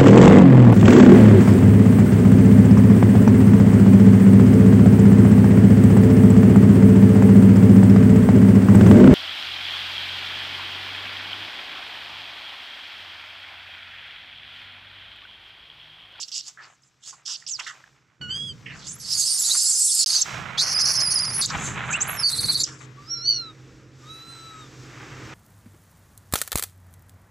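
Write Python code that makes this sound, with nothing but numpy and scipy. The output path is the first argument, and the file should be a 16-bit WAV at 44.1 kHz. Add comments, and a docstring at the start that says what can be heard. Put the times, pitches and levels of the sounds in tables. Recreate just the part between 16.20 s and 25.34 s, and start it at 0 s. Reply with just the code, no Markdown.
"""Young monkeys on dry ground, about nine seconds. First come hoarse barks and leaf swishes, made of lumpy noise
through moving resonances, with grunts and short gliding squeaks here and there; at 2 s a clear coo, built from
overtones. A harsh scream of fold pulses runs from 2.8 to 4 s, with a brief dropout, then whistled screams until
6.4 s; all shake with the body's tremor. Two more coos follow. Scuffing and a far engine's hum (tones and filtered
noise), wind and a hiss lie underneath, jumping in level near 2, 4 and 6.4 s; ringing bursts make ticks of grit."""
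import sys
import numpy as np
from scipy import signal
from scipy.fft import rfft, irfft, next_fast_len
from scipy.io import wavfile
from scipy.ndimage import uniform_filter1d, map_coordinates

SR = 44100
rng = np.random.default_rng(int(sys.argv[2]) if len(sys.argv) > 2 else 0)


def unload_audio(sound):
    """Save the sound as a 16-bit wav file, at the path given as the first command line argument."""
    columns = np.transpose(np.atleast_2d(sound))
    # keep every value between -1 and 1, then stretch to whole-number steps
    steps = np.round(np.clip(columns, -1, 1) * 32767)
    wavfile.write(sys.argv[1], SR, steps.astype(np.int16))


def attenuation_scalar(level_db):
    """Turn a level in dB into a linear amplitude multiplier (20 dB per decade)."""
    decades = np.asarray(level_db, float) / 20
    return 10 ** decades


N = 403074
T = np.arange(N) / SR  # time of each sample in seconds


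def unit(x):
    """Scales a sound to rms 1."""
    return x / np.sqrt(np.mean(x ** 2) + 1e-20)


def curves(tables, silent=None):
    """One value per sample for each column; with silent, the first two columns fall to it around each table."""
    rows = []
    for table in tables:
        if silent is None:
            rows += table
        else:
            first, last = table[0], table[-1]
            before = (first[0] - .002, silent, silent, *first[3:])
            after = (last[0] + .002, silent, silent, *last[3:])
            rows += [before, *table, after]
    s, *columns = np.transpose(rows)
    return [np.interp(T, s, column) for column in columns]


def turning(hz):
    """The phase in radians of a tone whose pitch follows hz."""
    return 2 * np.pi * np.cumsum(hz) / SR


def wobble(rate):
    """A smooth random curve through rate random points a second."""
    return map_coordinates(rng.standard_normal(int(N * rate / SR) + 4), [T * rate])


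def torn(phase, width_hz):
    """A tone whose strength and sign leap about at random: a ragged band around its pitch."""
    return unit(wobble(width_hz) * np.sin(phase) + wobble(width_hz) * np.cos(phase))


def coloured(x, spectrum, lo_hz=0, hi_hz=SR):
    """Filters x through a spectrum between two edges, then scales it to rms 1."""
    size = next_fast_len(N + 8192)
    hz = np.fft.rfftfreq(size, 1 / SR)
    points_hz, points_db = np.transpose(spectrum)
    gain = attenuation_scalar(np.interp(np.log(hz + 1), np.log(points_hz + 1), points_db))
    gain = gain * (hz >= lo_hz) * (hz < hi_hz)
    return unit(irfft(rfft(x, size) * gain, size)[..., :N])


def pair(alike):
    """Left and right noises that share part of their motion: 1 is identical, 0 unrelated."""
    a, b = rng.standard_normal((2, N))
    turn = np.arccos(alike) / 2
    return np.cos(turn) * a + np.sin(turn) * b * [[1], [-1]]


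def sided(x, db):
    """Makes left louder than right by db."""
    return x * attenuation_scalar(np.array([[.5], [-.5]]) * db)


# Level of the hiss over time: start_s, level_db
AIR_LEVEL = [
    [(0.3, -54), (0.372, -67), (0.674, -72.5), (0.8, -73)],
    [(1.58, -60), (1.798, -71.5), (2.0, -79.5)],
    [(2.03, -66), (2.188, -59), (2.296, -60), (2.6, -62.5)],
    [(4.06, -42), (4.152, -44.5), (4.36, -56)],
    [(5.3, -50.5), (5.38, -43.5)],
    [(5.58, -54), (5.68, -56)],
    [(6.5, -69.5), (6.616, -61), (6.85, -59.5)],
    [(7.36, -61.5), (7.726, -63.5), (7.87, -56.5), (8.082, -55.5), (8.444, -55), (9.14, -51)],
]
# Spectrum of the hiss: pitch_hz, level_db
HISS_SPECTRUM = [(1290, -11), (2200, -10), (3360, -1), (3710, 0.5), (4030, -1.5), (5670, 2.5), (6750, -0.5),
                 (7970, -4), (8800, -18.5), (14000, -21), (16000, -31.5)]


def air():
    """Far insects and leaves add up to a smooth hiss: filtered noise with a slow drift in level."""
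    drift_db = 1.2 * wobble(12)
    return attenuation_scalar(curves(AIR_LEVEL)[0] + drift_db) * coloured(pair(0.99), HISS_SPECTRUM)


# Background levels, one list for each stretch of time: start_s, hum_db, scuff_db
GROUND_LEVELS = [
    [(0.0, -58, -55), (0.01, -68, -73), (0.18, -73, -61), (0.24, -64, -71), (0.28, -74, -54),
     (0.33, -65, -71.5), (0.43, -66, -43.5), (0.57, -70, -68), (0.83, -68, -69.5), (0.89, -65, -53.5),
     (1.05, -70, -65.5), (1.08, -70, -55), (1.38, -59.5, -64.5), (1.39, -65, -47.5), (1.66, -65, -56),
     (1.69, -61, -63), (1.98, -69, -66.5), (2.01, -47, -67.5)],
    [(2.01, -41, -46), (2.04, -37.5, -55), (2.16, -42.5, -52.5), (2.23, -41.5, -58.5), (2.32, -41.5, -58.5),
     (2.42, -47, -57.5), (2.47, -43, -56.5), (2.56, -43.5, -48.5), (2.8, -48, -56.5), (2.94, -51, -50),
     (2.98, -46.5, -53), (3.03, -55, -55), (3.36, -56, -44), (3.4, -61.5, -54), (3.53, -65.5, -51.5),
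     (3.68, -62.5, -64.5), (3.96, -56, -42.5), (4.03, -59, -53.5)],
    [(4.05, -52, -43), (4.06, -47, -34), (4.17, -36, -35), (4.41, -44, -38.5), (4.48, -41.5, -35.5),
     (4.91, -42, -39), (5.15, -38, -39), (5.21, -38, -32), (5.26, -42.5, -52), (5.35, -31.5, -26),
     (5.46, -31.5, -33.5), (5.73, -36.5, -31), (6.01, -40, -34), (6.08, -46, -47), (6.13, -42, -39.5),
     (6.19, -35.5, -47), (6.25, -31, -38.5), (6.27, -36, -45), (6.29, -37, -35), (6.37, -40.5, -50),
     (6.42, -38, -49)],
    [(6.45, -47, -58), (6.49, -43, -51), (6.6, -46, -59), (6.61, -49, -46.5), (6.65, -44.5, -54.5),
     (6.76, -47, -58), (6.79, -47.5, -55.5), (7.14, -46, -56.5), (7.3, -45, -54), (7.36, -48.5, -56),
     (7.52, -44, -56.5), (7.78, -49, -59.5), (7.82, -47.5, -54.5), (7.95, -44, -55), (8.02, -51.5, -52),
     (8.09, -45, -54.5), (8.13, -48.5, -50), (8.25, -47, -53.5), (8.33, -48, -49), (8.59, -42.5, -51.5),
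     (8.78, -42.5, -43), (9.05, -39, -43.5), (9.14, -40, -40)],
]
# Steady tones of the engine, relative to each other: pitch_hz, level_db
ENGINE_TONES = [(53.8, -61), (107.7, -74), (129.2, -46), (209.9, -63.5), (258.4, -58), (312.2, -54.5)]
# Spectra of engine rumble, wind and scuffing: pitch_hz, level_db
RUMBLE_SPECTRUM = [(15, -63.5), (25, -20), (75, -11), (130, 2), (153, -6.5), (194, -16.5), (317, -7.5),
                   (408, -11), (472, -11), (600, -22), (780, -59), (1320, -120)]
WIND_SPECTRUM = [(24, -45), (40, -12), (118, 0.5), (135, 3), (206, -6.5), (254, -13), (301, -12),
                 (335, -19), (427, -17.5), (500, -16.5), (650, -36), (1100, -120)]
SCUFF_SPECTRUM = [(210, -43), (350, -16.5), (548, -15.5), (601, -9.5), (729, -9), (1070, -3.5),
                  (1300, -1.5), (1410, -2), (2380, -5.5), (4000, -18), (5200, -57.5), (8800, -120)]
# How much louder left is than right (the calls column is used in scene): start_s, scuff_db, calls_db
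SIDES = [(0.0, -5, -6), (0.2, 2, -1), (1.68, -0.5, -4), (1.96, -5, -2.5), (2.47, 5.5, -3), (4.89, -14.5, 0),
         (5.29, 0.5, 0), (6.11, -6.5, -1.5), (6.59, 15.5, 0.5), (7.2, 0, -2), (9.14, -0.5, 0.0)]


def ground():
    """A far engine gives tones and rumble, wind gives low noise, and feet in dirt and leaves give grainy noise."""
    hum_db, scuff_db = curves(GROUND_LEVELS)
    tones = 0
    for hz, db in ENGINE_TONES:
        tones = tones + attenuation_scalar(db + 1.7 * wobble(9.5)) * np.sin(2 * np.pi * hz * T + .5 * wobble(3.6))
    engine = 0.58 * unit(tones) + 0.59 * coloured(pair(1.0), RUMBLE_SPECTRUM)

    # wind differs more between left and right in its lowest part
    breeze = 0.33 * coloured(pair(0.43), WIND_SPECTRUM, hi_hz=107)
    breeze = breeze + 0.74 * coloured(pair(.85), WIND_SPECTRUM, lo_hz=110)
    windy = np.interp(T, [2, 2.01, 6.3, 6.5], [0.6, 1.0, 0.94, 0.045])  # balance from engine (0) to wind (1)
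    hum = np.sqrt(1 - windy) * engine + np.sqrt(windy) * breeze

    near = np.interp(T, [6.6, 6.8], [1, .3])  # far scuffing blurs
    grit = attenuation_scalar(near * (2.42 * wobble(300) + 1.7 * wobble(40)))
    scuff = 0.21 * coloured(grit * pair(1.0), SCUFF_SPECTRUM, hi_hz=820)
    scuff = scuff + 0.81 * coloured(grit * pair(0.88), SCUFF_SPECTRUM, lo_hz=795)
    scuff_side_db = curves([SIDES])[0]
    return attenuation_scalar(hum_db) * sided(hum, -1.6) + attenuation_scalar(scuff_db) * sided(scuff, scuff_side_db)


# Scuffs and ticks, with levels relative to each other: start_s, level_db, pitch_hz
TICKS = [(0.084, -17.5, 5470), (0.376, -42, 1730), (0.635, -34, 5240), (0.744, -45.5, 1183),
         (1.224, -26.5, 1870), (1.395, -19.5, 2740), (1.442, -34.5, 5570), (1.47, -19.5, 2730),
         (1.64, -23.5, 1670), (2.45, -33.5, 2210), (2.472, -31, 2410), (5.361, -14.5, 1240),
         (6.614, -40.5, 1740)]


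def ticks():
    """Grit and twigs: each a short burst ringing at its own pitch and dying by 60 dB in 15 ms."""
    out, t = np.zeros(N), T[:1500]
    for s, db, hz in TICKS:
        rough = 1 + 0.4 * uniform_filter1d(rng.standard_normal(len(t)), size=5)
        burst = np.sin(2 * np.pi * hz * t) * rough
        attack = np.minimum(t / .0004, 1)
        start = round(s * SR)
        out[start:start + len(t)] += attenuation_scalar(db - 13 - 60 * t / .015) * burst * attack
    return out


# Throaty grunts: start_s, length_s, pitch_hz (the band glides down around it), level_db
GRUNTS = [(0.372, 0.14, 1488, -46.5), (0.927, 0.035, 1104, -47), (1.077, .08, 1310, -50.5),
          (1.393, 0.0285, 2596, -33), (1.389, 0.049, 1200, -39.5), (1.462, 0.096, 1622, -38),
          (2.457, 0.12, 2344, -38.5), (3.346, 0.017, 1298, -32), (5.3, .07, 1305, -32),
          (6.472, 0.12, 1396, -46)]


def grunts():
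    """Low rough puffs that start sharply and sag in pitch."""
    out = np.zeros(N)
    for s, length, hz, db in GRUNTS:
        u = np.clip((T - s) / length, 0, 1)  # progress through the grunt
        shape = np.minimum(u * length / .003, 1) * (1 - u) ** 0.99
        out += attenuation_scalar(db) * shape * torn(turning(hz * (1.08 - .2 * u)), 0.61 * hz)
    return out * attenuation_scalar(2.4 * wobble(150))


# Squeaks, with levels relative to each other: start_s, length_s, from_hz, to_hz, level_db
SQUEAKS = [(1.284, 0.091, 8200, 3900, -29), (2.657, 0.11, 3000, 12000, -39.5),
           (2.78, 0.073, 12000, 10500, -48), (3.08, 0.11, 9040, 8860, -22.5),
           (3.903, 0.0064, 4400, 4300, -13.5), (4.013, 0.016, 8200, 5330, -13),
           (4.375, 0.048, 3200, 4750, -18.5), (5.69, .04, 1200, 1810, -28.5),
           (5.705, 0.028, 6400, 8000, -29.5), (5.724, 0.021, 6000, 7870, -26),
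           (5.726, .04, 2300, 2960, -22), (5.748, 0.026, 7100, 8200, -36), (5.805, 0.029, 5800, 8220, -19),
           (6.391, 0.037, 7100, 7280, -24), (6.433, 0.013, 7540, 4270, -15.5)]


def squeaks():
    """Short whistles that glide from one pitch to another and waver a little."""
    out, waver = np.zeros(N), 1 + 0.016 * wobble(500)
    for s, length, from_hz, to_hz, db in SQUEAKS:
        u = np.clip((T - s) / length, 0, 1)
        span = (u > 0) & (u < 1)
        hz = (from_hz + (to_hz - from_hz) * u[span]) * waver[span]
        swell = np.sin(np.pi * u[span]) ** 0.66
        out[span] += attenuation_scalar(db + 1) * swell * np.sin(turning(hz))
    return out * attenuation_scalar(1.4 * wobble(200))


# The three coos, levels before drift and flutter: start_s, pitch_hz, fundamental_db, strongest_db, next_db
COO_A, COO_B, COO_C = [(2.012, 1485, -46, -35.5, -43), (2.05, 1458, -40.5, -40, -49),
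                       (2.078, 1437, -47, -45.5, -62), (2.112, 1530, -51, -29.5, -40.5),
                       (2.166, 1622, -56, -31.5, -46), (2.26, 1677, -87, -34, -54),
                       (2.33, 1530, -66, -33, -42)], [(6.76, 1107, -75, -70.5, -82), (6.786, 1143, -49, -77, -87),
                                      (6.858, 1204, -57, -72, -60), (6.914, 1406, -56, -42.5, -30.5),
                                      (7.004, 1358, -52, -46.5, -38), (7.086, 1511, -63, -21.5, -39),
                                      (7.164, 1449, -62, -25, -33), (7.234, 1358, -47, -37.5, -56),
                                      (7.308, 1257, -47, -44.5, -81), (7.335, 1240, -62, -60, -76)], [(7.8, 1264, -66, -63, -87),
                                                     (7.83, 1179, -58, -72, -88),
                                                     (7.908, 1297, -53.5, -43.5, -88),
                                                     (7.956, 1306, -57, -44.5, -104),
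                                                     (8.1, 1348, -55, -48.5, -55),
                                                     (8.306, 1308, -52, -50.5, -69),
                                                     (8.356, 1278, -47, -58, -65),
                                                     (8.412, 1270, -50, -53, -60),
                                                     (8.422, 1240, -49, -49, -88),
                                                     (8.5, 1140, -67, -69.5, -69)]
# Weaker overtones of each coo: multiple of the pitch, level_db relative to the strongest overtone
FAINT_A, FAINT_B, FAINT_C = [(4, -21), (5, -23), (6, -36), (7, -41)], [(2, -25.5), (5, -44), (6, -44.5)], [(2, -17), (4, -26), (5, -24), (7, -23),
                                                               (9, -25)]


def coo(table, strong, faint):
    """A clean call of whole-number overtones; when pushed hard it flutters and frays."""
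    pitch_hz, *levels = curves([table])
    strongest_db = levels[1]
    strain = np.clip((strongest_db + 35) / 10, 0, 1)
    phase = turning(pitch_hz * (1 + 0.003 * wobble(120)))
    flutter = 1 + .45 * strain * np.sin(2 * np.pi * 112 * T + .8 * wobble(30))
    flutter = flutter + .25 * strain * np.sin(2 * np.pi * 56 * T)
    overtones = [*zip(strong, levels), *[(k, strongest_db + db) for k, db in faint]]
    voice = 0
    for k, db in overtones:
        level = attenuation_scalar(db + 3 + 1.2 * wobble(70) + 1.8 * wobble(18))
        frayed = (.07 + .2 * strain) * torn(k * phase, 450)
        voice = voice + level * (np.sin(k * phase) + frayed)
    start, end = table[0][0], table[-1][0]
    edge = np.clip(np.minimum((T - start) / 0.002, (end - T) / 0.035), 0, 1)
    return voice * flutter * edge


def coos():
    """All three coos; each names the multiples of its pitch that its three level columns drive."""
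    return coo(COO_A, (1, 2, 3), FAINT_A) + coo(COO_B, (1, 3, 4), FAINT_B) + coo(COO_C, (1, 3, 6), FAINT_C)


def rasp(grain_db, rate):
    """Rough, chaotic sound: noise broken into uneven lumps."""
    return unit(rng.standard_normal(N) * attenuation_scalar(grain_db * wobble(rate)))


def throat(x, spectrum, low_db, high_db, low_hz, high_hz, split_hz, focus, width_hz):
    """Low and high resonances open apart, each with a ragged peak at its own pitch curve."""
    low_peak, high_peak = [torn(turning(hz), width_hz) for hz in (low_hz, high_hz)]
    low = unit(coloured(x, spectrum, hi_hz=split_hz) + focus * low_peak)
    high = unit(coloured(x, spectrum, lo_hz=split_hz) + focus * high_peak)
    return attenuation_scalar(low_db) * low + attenuation_scalar(high_db) * high


# Hoarse barks and leaf swishes, in lists that each fall silent at both ends:
# start_s, low_band_db, high_band_db, low_peak_hz
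BARKS_AND_SWISHES = [
    [(0.0, -37, -46, 4950), (0.02, -36, -33.5, 4900), (0.038, -33, -50, 4860), (0.075, -72, -66, 4190)],
    [(0.075, -60, -60, 5100), (0.081, -47, -54.5, 5280), (0.115, -58, -62, 5180)],
    [(0.115, -36, -53, 4610), (0.155, -32, -35, 5020), (0.199, -35.5, -40.5, 5010), (0.212, -40, -57, 5030)],
    [(0.216, -48, -60, 4290), (0.238, -49, -57, 4390), (0.284, -42, -40, 5210), (0.324, -69, -68, 5100),
     (0.36, -78, -66, 5170)],
    [(0.36, -66, -69, 4800), (0.374, -85, -79, 4570), (0.44, -49, -63, 4700), (0.5, -76, -66, 4320),
     (0.56, -87, -67, 3280)],
    [(0.62, -82, -68, 5430), (0.638, -68, -69, 5520), (0.676, -82, -64, 5500), (0.7, -82, -76, 5070)],
    [(0.8, -85, -81, 3460), (0.838, -51, -52.5, 3520), (0.892, -44, -39, 5280), (0.922, -52, -51, 5070),
     (1.02, -84, -71, 3840)],
    [(1.052, -53, -63, 5290), (1.062, -33, -40, 5350), (1.14, -33.5, -40.5, 5310),
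     (1.165, -36, -56.5, 4900)],
    [(1.169, -50, -51.5, 4450), (1.217, -54, -57, 5300), (1.26, -63, -65, 4960)],
    [(1.265, -36, -80, 5040), (1.277, -33, -38, 5220), (1.335, -52, -45, 5750), (1.385, -53, -59.5, 4580)],
    [(1.388, -56, -54.5, 2846), (1.396, -31.5, -36.5, 2800), (1.41, -48, -50.5, 2760),
     (1.46, -44, -55, 4590)],
    [(1.46, -53, -55, 3590), (1.474, -35, -43, 3320), (1.52, -54, -56, 3100), (1.58, -79, -71, 5340)],
    [(2.44, -79, -85, 2910), (2.476, -55, -81, 2700), (2.574, -56, -55.5, 5320), (2.634, -46.5, -59, 3590),
     (2.69, -44.5, -34, 6000), (2.774, -62, -54, 5680), (2.8, -60, -52.5, 6000)],
    [(5.26, -45, -17, 4460), (5.27, -45, -44, 4250), (5.304, -31.5, -42, 4280), (5.368, -84, -48.5, 3230),
     (5.458, -43, -31.5, 4030), (5.562, -65, -51, 2800), (5.614, -66, -57, 2980), (5.7, -65, -48, 2710)],
    [(5.7, -63, -44, 2860), (5.738, -37, -38, 2690), (5.786, -75, -61, 2810), (5.82, -41.5, -33, 6020),
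     (5.868, -79, -45.5, 2960), (5.97, -60, -46.5, 2780)],
    [(6.44, -52, -24.5, 5670), (6.454, -36.5, -45, 5570), (6.58, -62, -58, 5450), (6.622, -55, -52, 3360),
     (6.66, -61, -59.5, 3970)],
]
# Their spectrum: pitch_hz, level_db
BARK_SPECTRUM = [(1180, -54.5), (2000, -25.5), (2850, -2), (3570, 1.5), (4080, -1.5), (5160, 3), (5620, 7),
                 (7280, -12.5), (8450, -17.5), (9280, -21), (10300, -26), (11600, -36.5), (13000, -43.5)]


def barks_and_swishes():
    """Lumpy noise through moving resonances: hoarse barks, and swishes of leaves."""
    low_db, high_db, low_hz = curves(BARKS_AND_SWISHES, -100)
    high_hz = 7200 + 0 * T
    return throat(rasp(4.3, 900), BARK_SPECTRUM, low_db, high_db, low_hz, high_hz,
                  split_hz=6200, focus=0.94, width_hz=1300)


# Crests of the body's tremor: time_s
TREMOR_CRESTS = [2.95, 3.001, 3.045, 3.099, 3.15, 3.2, 3.254, 3.33, 3.38, 3.427, 3.491, 3.536, 3.588, 3.649,
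                 3.701, 3.748, 3.801, 4.49, 4.538, 4.592, 4.639, 4.686, 4.735, 4.784, 4.84, 4.9, 4.961,
                 5.017, 5.067, 5.128, 5.185, 5.24, 5.85, 5.892, 5.93, 5.962, 6.005, 6.07, 6.141, 6.193,
                 6.246, 6.3, 6.36, 6.411, 6.46]


def tremor():
    """The body's shake, from -1 to 1, peaking at every crest."""
    return np.cos(2 * np.pi * np.interp(T, TREMOR_CRESTS, np.arange(len(TREMOR_CRESTS))))


# Throat of the long harsh scream, peaks before the shake:
# start_s, low_throat_db, high_throat_db, low_peak_hz, high_peak_hz
SCREAM_MOUTH = [
    [(2.8, -41, -46, 5770, 6770), (2.842, -39.5, -47.5, 4730, 7270), (2.924, -24, -31.5, 4830, 7070),
     (2.962, -30.5, -31, 4890, 7200), (3.002, -25, -22.5, 4620, 7240), (3.034, -25, -26.5, 4560, 7870),
     (3.154, -28, -30.5, 5496, 8890), (3.23, -29.5, -27, 4720, 6940), (3.262, -25.5, -25, 4675, 6770),
     (3.404, -24.5, -23.5, 4570, 7320), (3.464, -26, -22, 5340, 7840), (3.558, -28.5, -21.5, 5850, 7190),
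     (3.77, -26.5, -22, 5160, 8580), (3.832, -22, -23, 4890, 6910), (3.844, -24, -38.5, 4940, 6770)],
    [(3.861, -10.5, -27.5, 5140, 6500), (3.865, -22.5, -27, 5120, 6130), (3.963, -21.5, -29, 4510, 6850),
     (4.027, -26, -38.5, 5730, 6630), (4.035, -33.5, -58, 5730, 6500)],
]
# Its vocal folds, pulse rate before the shake: start_s, pulse_hz, orderly_share (0 to 1)
SCREAM_FOLDS = [(2.8, 1050, .05), (3.0, 1050, .1), (3.05, 1050, .4), (3.1, 1050, .1), (3.33, 1040, .15),
                (3.38, 1050, .7), (3.43, 1020, .5), (3.47, 1050, .8), (3.6, 1030, .7), (3.65, 1060, .7),
                (3.72, 1010, .6), (3.78, 1050, .1), (4.04, 1050, .1)]
# Spectrum of the screaming throat: pitch_hz, level_db
SCREAM_THROAT = [(1470, -69), (2500, -18), (2970, -13.5), (3570, -8.5), (3830, -3), (4080, -3), (4410, 4),
                 (5480, 0), (6110, 0.5), (7470, -5), (10400, -7), (13000, -22.5), (15000, -30),
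                 (16000, -40)]


def scream():
    """Fold pulses whose rate follows the tremor; in chaos every overtone tears and strays on its own."""
    pulse_hz, orderly = curves([SCREAM_FOLDS])
    shake = tremor()
    phase = turning(pulse_hz * (1 + .045 * shake + .012 * wobble(120)))

    pulses = 0
    for k in range(5, 11):
        focus_db = -.6 * (k - 7.3) ** 2  # overtones near the mouth resonance are loudest
        pulses = pulses + np.cos(k * phase + 0.81 * wobble(250)) * attenuation_scalar(focus_db + 4.25 * wobble(45))

    shreds = 0
    for k in range(4, 14):
        stray = k * phase + turning(450 * wobble(40))
        shreds = shreds + torn(stray, 520) * attenuation_scalar(5 * wobble(40))

    chaos = .75 * unit(shreds) + .65 * rasp(1.5, 400)
    source = np.sqrt(orderly) * .9 * unit(pulses) + np.sqrt(1 - orderly) * chaos
    low_db, high_db, low_hz, high_hz = curves(SCREAM_MOUTH, -100)
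    return throat(source, SCREAM_THROAT, low_db, high_db, low_hz * (1 + .03 * shake),
                  high_hz * (1 + 0.023 * shake), split_hz=6520, focus=0.45, width_hz=600)


# Whistled screams, levels before throb and ragged drift: start_s, lower_voice_db, whistle_db
SHRILL_LEVELS = [
    [(4.372, -40, -76), (4.382, -8, -29), (4.416, -14.5, -30.5), (4.46, -31, -44.5)],
    [(4.46, -25.5, -40), (4.514, -26, -39.5), (4.592, -19.5, -36.5), (4.716, -21, -30.5),
     (4.73, -30, -28.5), (4.78, -18.5, -37.5), (4.92, -26, -25.5), (4.932, -24.5, -34.5),
     (4.946, -38, -22.5), (4.958, -19.5, -29), (5.074, -29.5, -38.5), (5.21, -41, -22)],
    [(5.21, -27, -21.5), (5.222, -23, -25), (5.254, -23, -38), (5.27, -62, -46)],
    [(5.87, -46, -60), (5.878, -61, -34.5), (5.962, -52, -39.5), (6.0, -25, -34), (6.02, -34, -32.5)],
    [(6.02, -34, -37.5), (6.038, -19, -39.5), (6.082, -17.5, -34.5), (6.11, -30, -31.5),
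     (6.278, -28, -32.5), (6.29, -23.5, -32.5), (6.424, -28.5, -37), (6.445, -40, -69)],
]
# The whistle, pitch before the shake: start_s, pitch_hz, tremor_depth (share of pitch), hoarse_share (0 to 1)
WHISTLE = [(4.372, 3500, 0, 0), (4.388, 4200, 0.019, 0.06), (4.402, 6800, 0.0015, 0.1), (4.42, 9000, 0, .2),
           (4.44, 10440, 0.012, 0.4), (4.5, 10500, 0.029, 0.8), (4.56, 10030, 0.028, 0.3),
           (4.8, 10210, 0.031, 0.22), (4.9, 9880, 0.025, 0.04), (5.0, 9850, 0.048, 0.02),
           (5.12, 9960, 0.036, 0.06), (5.19, 10320, 0.033, 0.01), (5.215, 9770, 0.021, 0.03),
           (5.23, 6950, 0.017, 0.27), (5.27, 7070, 0, 0.1), (5.87, 10130, 0.0042, .05),
           (5.885, 11130, .03, .05), (5.96, 11660, .02, .05), (5.985, 10790, .01, 0),
           (6.02, 10300, 0.0044, 0.17), (6.045, 9010, 0.017, 0.42), (6.085, 8940, 0.02, 0.5),
           (6.12, 7950, 0.053, 0.77), (6.2, 8150, 0.069, 0.87), (6.445, 8240, 0.068, .8)]
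# Moments when the lower voice locks at half the whistle: start_s, end_s
LOCKED_SPANS = [(4.54, 4.592), (4.622, 4.652), (4.772, 4.802), (4.82, 4.905), (4.955, 4.987),
                (4.995, 5.045), (5.055, 5.1), (5.11, 5.13), (5.97, 6.09), (6.128, 6.15), (6.185, 6.205),
                (6.238, 6.255), (6.285, 6.315), (6.35, 6.372)]
# Spectrum of the shrill throat: pitch_hz, level_db
SHRILL_THROAT = [(1760, -58.5), (3000, -31), (3310, -27), (4000, -25.5), (4290, 10.5), (5110, -8.5),
                 (5440, 0.5), (5960, -0.5), (6390, 3), (6900, -8), (8580, -16), (10600, -17), (14800, -39),
                 (16000, -50)]


def shrill():
    """A whistle shaken by the tremor; a lower voice either locks at half its pitch or breaks into rasp."""
    low_db, high_db = curves(SHRILL_LEVELS, -100)
    pitch_hz, depth, hoarse = curves([WHISTLE])
    shake = tremor()
    phase = turning(pitch_hz * (1 + depth * shake + .006 * wobble(400)))
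    locked = sum((T > start) * (T < end) for start, end in LOCKED_SPANS) * 1.
    locked = uniform_filter1d(locked, size=350)  # soft edges
    chaos = rasp(3.2, 700)

    clear = 1.2 * np.sin(phase / 2) * attenuation_scalar(1.5 * wobble(200)) + .3 * torn(phase / 2, 500)
    centre = turning(np.clip(pitch_hz * .53, 4300, 6000))
    broken = .55 * coloured(chaos, SHRILL_THROAT, hi_hz=7700) + .8 * torn(centre, 1500)
    growth = np.interp(T, [4.39, 4.445], [.2, 1])  # the rasp grows out of the first glide
    lower = locked * clear + (1 - .87 * locked) * broken * growth

    # a further ragged band opens in the last scream
    third = (T > 6.1) * .5 * torn(phase * 1.3, 680) * attenuation_scalar(4.3 * wobble(40))
    ragged = 0.33 * torn(phase, 600) * attenuation_scalar(3 * wobble(40))
    hiss = 0.91 * (1 - 0.45 * locked) * coloured(chaos, SHRILL_THROAT, lo_hz=8200)
    breath = third + ragged + hiss
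    pure = np.sin(phase) * attenuation_scalar(3.05 * wobble(120)) * (T < 6.12)  # no pure whistle after this
    upper = np.sqrt(2 - 2 * hoarse) * pure + np.sqrt(hoarse) * breath

    # the last scream breaks into harsh gasps, one a shake
    gasps = np.clip((T - 6.08) / .04, 0, 1)
    throb = attenuation_scalar(gasps * (6.5 * shake - 2))
    lower = lower + gasps * .7 * torn(phase / 2, 700)
    return attenuation_scalar(low_db) * throb * lower + attenuation_scalar(high_db) * upper


def echoes(x, t60):
    """Ground and trunks scatter the calls, differently to each side; t60 is seconds to fade by 60 dB."""
    t = T[:SR // 3]
    tail = rng.standard_normal((2, len(t))) * attenuation_scalar(-60 * t / t60)
    return signal.fftconvolve(x[None], tail / np.linalg.norm(tail[0]), axes=1)[:, :N]


def scene():
    """All calls, swishes and ticks with their echoes, over the ground and air."""
    calls = barks_and_swishes() + grunts() + scream() + shrill() + squeaks() + coos() + ticks()
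    scattered = attenuation_scalar(-8.5) * echoes(calls, .03) + attenuation_scalar(-19) * echoes(calls, .18)
    calls_side_db = curves([SIDES])[1]
    return sided(calls, calls_side_db) + scattered + ground() + air()


def top_cut(x):
    """Nothing passes above the cut-off."""
    return signal.sosfilt(signal.butter(12, 16540, fs=SR, output="sos"), x)


# The brief dropout: start_s, end_s
DROPOUT = (3.845, 3.861)


def record(dry):
    """The input stage rounds off the loudest peaks, and everything drops out for a moment."""
    soft = dry / (1 + np.abs(dry / .55) ** 3) ** (1 / 3)
    sounding = ((T < DROPOUT[0]) | (T > DROPOUT[1])) * 1.
    mute = np.maximum(uniform_filter1d(sounding, size=40), attenuation_scalar(-62))
    return top_cut(soft * mute)


dry = scene()
out = record(dry)
unload_audio(out)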